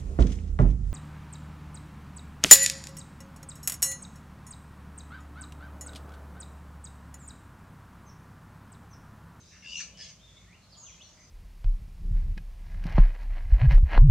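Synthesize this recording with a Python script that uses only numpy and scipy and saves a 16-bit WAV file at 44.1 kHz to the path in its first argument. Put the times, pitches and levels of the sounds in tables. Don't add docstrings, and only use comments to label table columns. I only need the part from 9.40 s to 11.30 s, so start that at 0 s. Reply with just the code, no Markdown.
import sys
import numpy as np
from scipy import signal
from scipy.fft import rfft, irfft
from scipy.io import wavfile
from scipy.ndimage import uniform_filter1d

SR = 44100
rng = np.random.default_rng(int(sys.argv[2]) if len(sys.argv) > 2 else 0)


def undo_db(level):
    steps = np.asarray(level, float) / 20
    return 10 ** steps


def output_pcm(signal):
    pcm = np.clip(np.atleast_2d(signal).T, -1, 1) * 32767
    wavfile.write(sys.argv[1], SR, np.round(pcm).astype(np.int16))


N = 83790
T = np.arange(N) / SR

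# pitch_hz [Hz], density_db [dB per Hz]
FLOOR_SPECTRUM = [(40, -4.5), (66, -2), (200, -10), (300, -16.5), (600, -16), (800, -22), (3000, -23.5),
                  (7500, -28.5)]
# pitch_hz [Hz], side_over_mid_db [dB]
FLOOR_WIDTH = [(40, -22), (130, -16.5), (300, -11.5), (1500, -9), (3500, -8), (7000, 1.5), (15000, 2)]
# pitch_hz [Hz], width_hz [Hz], level_db [dB]
DRONES = [(55.8, 11.5, -65.5), (93.3, 26.6, -65), (171.3, 46, -64.5), (611, 64, -77.5), (1142, 550, -73),
          (6430, 1900, -72)]
# start_s [s], length_s [s], from_hz [Hz], to_hz [Hz], level_db [dB]
HOARSE_CALLS = [(-.04, .07, 6600, 6200, -64), (.07, .1, 5900, 5750, -70), (.08, .07, 6700, 6200, -69),
                (.11, .08, 2600, 2800, -68), (1.21, .06, 4200, 4250, -71), (1.37, .1, 7600, 7000, -69),
                (1.622, .05, 4200, 4250, -64), (1.79, .08, 6200, 6100, -67), (1.77, .1, 2050, 2250, -70),
                (1.328, .03, 4600, 4450, -62), (.15, .08, 6000, 5700, -70), (.96, .03, 3700, 3650, -69),
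                (.11, .08, 1900, 1500, -68), (.06, .08, 5300, 5200, -72), (1.68, .08, 6600, 6400, -71),
                (1.44, .09, 7050, 6800, -66), (1.48, .09, 3500, 3100, -69), (1.7, .19, 5000, 4900, -72),
                (0, .2, 4900, 4700, -73), (.02, .12, 3900, 3750, -73), (.12, .07, 2250, 2200, -70),
                (.46, .07, 2450, 2500, -66), (1.32, .18, 950, 1150, -72), (1.54, .07, 6700, 6500, -69)]
# start_s [s], length_s [s], from_hz [Hz], to_hz [Hz], level_db [dB]
FAR_WHISTLES = [(.795, .025, 3050, 3550, -67), (.81, .06, 3550, 3620, -64.5),
                (.862, .045, 3620, 3350, -62.5), (.9, .05, 3550, 3450, -65), (.945, .045, 3420, 3600, -62),
                (.965, .09, 2210, 2190, -67), (1.062, .065, 1700, 2200, -64),
                (1.125, .035, 2250, 2950, -63), (1.298, .035, 5080, 5050, -63),
                (1.322, .012, 4800, 4000, -62), (1.333, .014, 4750, 3850, -60),
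                (1.345, .012, 3900, 2950, -61), (1.355, .04, 5080, 5080, -66),
                (1.42, .035, 5100, 5100, -71), (1.372, .016, 4600, 4100, -66),
                (1.355, .015, 3500, 3250, -67), (1.368, .125, 6980, 5900, -53.5),
                (1.617, .03, 6350, 5900, -55.5), (1.645, .04, 5900, 5450, -65),
                (1.0, .025, 6300, 5900, -73), (1.435, .02, 2850, 2900, -70), (1.485, .05, 5900, 5550, -63)]
# start_s [s], length_s [s], from_hz [Hz], to_hz [Hz], level_db [dB]
FAR_SWOOPS = [
    (1.458, .068, 3800, 2050, -57.5),
    (1.575, .05, 2300, 3700, -56),
]
# time_s [s], level_db [dB]
RASP_EFFORT = [
    (.568, -52),
    (.582, -55),
    (.612, -49),
    (.666, -56),
    (.704, -53),
    (.73, -90),
]
# pitch_hz [Hz], width_hz [Hz], level_db [dB]
RASP_RESONANCES = [(2200, 970, -7), (2860, 1050, -1.5), (4600, 390, -3.5), (5260, 1600, -2.5),
                   (6180, 1140, -0.5), (8400, 2400, -5)]
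# start_s [s], length_s [s], from_hz [Hz], to_hz [Hz], level_db [dB]
NEAR_NOTES = [(.578, .058, 1780, 1720, -58.5), (.594, .03, 5000, 4750, -48.5),
              (.618, .044, 3400, 3200, -54), (.657, .018, 3250, 3850, -53), (.6, .022, 5300, 5150, -54),
              (.634, .036, 4300, 3950, -56), (.622, .035, 6400, 6650, -56), (.7, .03, 2050, 2200, -65),
              (.232, .035, 1800, 1600, -60), (.224, .04, 2200, 2050, -61), (.54, .06, 2980, 2900, -61),
              (.47, .05, 2850, 3000, -63), (.685, .015, 6550, 6500, -57), (.65, .028, 5150, 5450, -58),
              (.368, .016, 4200, 4150, -54), (.57, .03, 5250, 5100, -58)]
# start_s [s], length_s [s], level_db [dB]
CHACK_BURST = (.393, 0.037, -42)
# pitch_hz [Hz], width_hz [Hz], level_db [dB]
CHACK_RESONANCES = [(1680, 520, -3.5), (2490, 630, -2), (4500, 1440, -1.5), (6040, 6000, 1),
                    (7900, 1400, -10)]
# time_s [s], low_hz [Hz], low_db [dB], high_hz [Hz], high_db [dB]
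CHURR_VOICES = [
    (.223, 2750, -54.5, 5400, -60),
    (.24, 2680, -57, 5000, -62),
    (.248, 2690, -49, 4850, -62),
    (.305, 2840, -47.5, 4750, -53),
    (.34, 2880, -45, 5000, -54),
    (.36, 2800, -42, 5850, -48),
    (.385, 2770, -42.5, 5950, -45.5),
    (.398, 2700, -43, 5950, -46),
    (.412, 2300, -52, 6050, -44),
]
# pitch_ratio [1], level_db [dB]
LOW_COMPANIONS = [(1.27, -17), (.9, -19)]
# pitch_ratio [1], level_db [dB]
HIGH_COMPANIONS = [(1.12, -12)]
# pitch_hz [Hz], width_hz [Hz], level_db [dB]
BREATH_RESONANCES = [(5970, 1600, 3), (7140, 1200, -3), (8280, 1900, -8)]

LOW_VOICE_ROUGH = 0.32


def level(x, db):
    return x * undo_db(db) / np.sqrt(np.mean(x ** 2))


def walk(rate_hz, n=N):
    hold = max(int(SR / rate_hz), 2)
    steps = np.repeat(rng.standard_normal(n // hold + 2), hold)
    smooth = uniform_filter1d(uniform_filter1d(steps, hold), hold)
    return level(smooth[:n], 0)


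def band(x, hz, width_hz):
    b, a = signal.iirpeak(min(hz, 0.45 * SR), hz / width_hz, fs=SR)
    return signal.lfilter(b, a, signal.lfilter(b, a, x))


def gate(start_s, length_s, rise_s, fall_s):
    attack = np.clip((T - start_s) / rise_s, 0, 1)
    release = np.clip((start_s + length_s - T) / fall_s, 0, 1)
    return attack * release


def tone(hz, rough):
    shake = walk(700, len(hz)) + 1j * walk(700, len(hz))
    carrier = np.exp(2j * np.pi * np.cumsum(hz) / SR)
    return np.sqrt(2) * np.imag((1 - rough + 0.75 * rough * shake) * carrier)


def throat(resonances):
    out = np.zeros(N)
    for hz, width_hz, db in resonances:
        out += undo_db(db) * level(band(rng.standard_normal(N), hz, width_hz), 0)
    return level(out, 0)


def whistles(calls, bend, rough, fade_db=0):
    out = np.zeros(N)
    for start_s, length_s, from_hz, to_hz, db in calls:
        on = (T > start_s) & (T < start_s + length_s)
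        u = (T[on] - start_s) / length_s
        height = (u if to_hz > from_hz else 1 - u) ** bend
        glide_hz = min(from_hz, to_hz) + abs(to_hz - from_hz) * height
        voice = tone(glide_hz * (1 + 0.006 * walk(45, len(u))), rough)
        swell = (4 * u * (1 - u)) ** 0.35
        flutter_db = 2 * walk(89.6, len(u))
        out[on] += voice * swell * undo_db(db + fade_db * (0.5 - height) + flutter_db)
    return out


def placed(x, pan_db, lead_s, wet_db, t60_s):
    t = np.arange(int(0.6 * SR)) / SR
    common, apart = rng.standard_normal((2, len(t)))
    apart = signal.sosfilt(signal.butter(2, 4550, "high", fs=SR, output="sos"), apart)
    decay = np.exp(-np.log(1000) * t / t60_s) * (1 - np.exp(-t / 0.0011))
    tail = (common + 1.23 * apart * np.array([[1], [-1]])) * decay
    tail = tail / np.sqrt(np.sum(tail.mean(axis=0) ** 2))
    delay = np.exp(-1j * np.pi * np.arange(N + 1) / N * lead_s * SR)
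    late = irfft(rfft(x, 2 * N) * delay)[:N]
    scattered = signal.fftconvolve(x[None], tail, axes=1)[:, :N]
    heard = np.array([x, late]) + undo_db(wet_db) * scattered
    return heard * undo_db(np.array([[pan_db], [-pan_db]]) / 2)


def read_curve(table, hz):
    curve_hz, curve_db = np.array(table).T
    return np.interp(np.log(hz), np.log(curve_hz), curve_db)


def wide_noise(hz, width_hz):
    mid = band(rng.standard_normal(2 * N), hz, width_hz)[N:]
    side = band(rng.standard_normal(2 * N), hz, width_hz)[N:]
    return mid + undo_db(read_curve(FLOOR_WIDTH, hz)) * side * np.array([[1], [-1]])


def pond():
    floor, swell = 0, walk(1.92)
    for hz in 40 * 2 ** np.arange(0, 8.1, 1 / 3):
        band_db = read_curve(FLOOR_SPECTRUM, hz) + 0.5 * swell + 2.8 * walk(4.72)
        floor = floor + undo_db(band_db) * wide_noise(hz, hz * 0.38)
    out = level(floor, -59.5)
    for hz, width_hz, db in DRONES:
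        out = out + level(wide_noise(hz, width_hz), db) * undo_db(1.5 * walk(5.29))
    return out


def far_birds():
    clear = whistles(FAR_WHISTLES, bend=0.98, rough=0.28)
    swoops = whistles(FAR_SWOOPS, bend=2.2, rough=0.38, fade_db=-20)
    hoarse = whistles(HOARSE_CALLS, bend=0.96, rough=0.9)
    return (clear + swoops + hoarse) * undo_db(2.5)


def rasp():
    s, db = np.array(RASP_EFFORT).T
    throb = 1 + 0.46 * np.sin(2 * np.pi * 95 * T + 1.03 * walk(30.2))
    effort = undo_db(np.interp(T, s, db)) * gate(s[0], s[-1] - s[0], 0.0083, 0.01)
    notes = whistles(NEAR_NOTES, bend=1, rough=LOW_VOICE_ROUGH)
    return throat(RASP_RESONANCES) * throb * effort + undo_db(0.3) * notes


def chack():
    start_s, length_s, db = CHACK_BURST
    return throat(CHACK_RESONANCES) * gate(start_s, length_s, 0.01, 0.017) * undo_db(db)


def churr():
    s, low_hz, low_db, high_hz, high_db = np.array(CHURR_VOICES).T
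    throb_hz, beat_s = 81.7, 0.3715
    cycle = 2 * np.pi * (T - beat_s) * throb_hz + 0.17 * walk(39.2)
    breath_db = np.interp(T, s, high_db) - 3.5
    out = throat(BREATH_RESONANCES) * undo_db(breath_db) * gate(s[0], 0.87, 0.02, 0.64)
    voices = ((low_hz, low_db, 0, LOW_VOICE_ROUGH, 0.15, LOW_COMPANIONS),
              (high_hz, high_db, 0.7, 0.8, 0.5, HIGH_COMPANIONS))
    for hz, db, lag, rough, fill, companions in voices:
        turn = cycle - 2 * np.pi * lag
        pitch_hz = np.interp(T, s, hz) * (1 + 0.03 * np.sin(turn))
        voice = tone(pitch_hz, rough)
        for ratio, companion_db in companions:
            voice = voice + undo_db(companion_db) * tone(pitch_hz * ratio, 0.99)
        throb = level(((1 + np.cos(turn)) / 2 + fill) ** 1.1, 0)
        uneven_db = walk(78.2)
        out = out + voice * throb * undo_db(np.interp(T, s, db) + uneven_db)
    return out * gate(s[0], s[-1] - s[0] + 0.025, 0.0016, 0.035)


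def scene():
    near_lead_s, near_t60_s = -0.00002, 0.3
    far = placed(far_birds(), pan_db=0.7, lead_s=0, wet_db=-1, t60_s=0.5)
    rasping = placed(rasp(), 0.8, near_lead_s, -1.5, near_t60_s)
    churring = placed(churr() * undo_db(1.65) + chack(), 3, near_lead_s, -1.5, near_t60_s)
    return pond() + far + rasping + churring


def top_cut(x):
    return signal.sosfilt(signal.butter(12, 15680, fs=SR, output="sos"), x)


def record(dry):
    x = signal.sosfilt(signal.butter(4, 42, "high", fs=SR, output="sos"), dry)
    x = signal.sosfilt(signal.butter(6, 7400, fs=SR, output="sos"), x)
    hiss_band = signal.butter(1, [2500, 6040], "band", fs=SR, output="sos")
    hiss = signal.sosfilt(hiss_band, rng.standard_normal(dry.shape))
    return top_cut(x + level(hiss, -69.5))


dry = scene()
out = record(dry)
output_pcm(out)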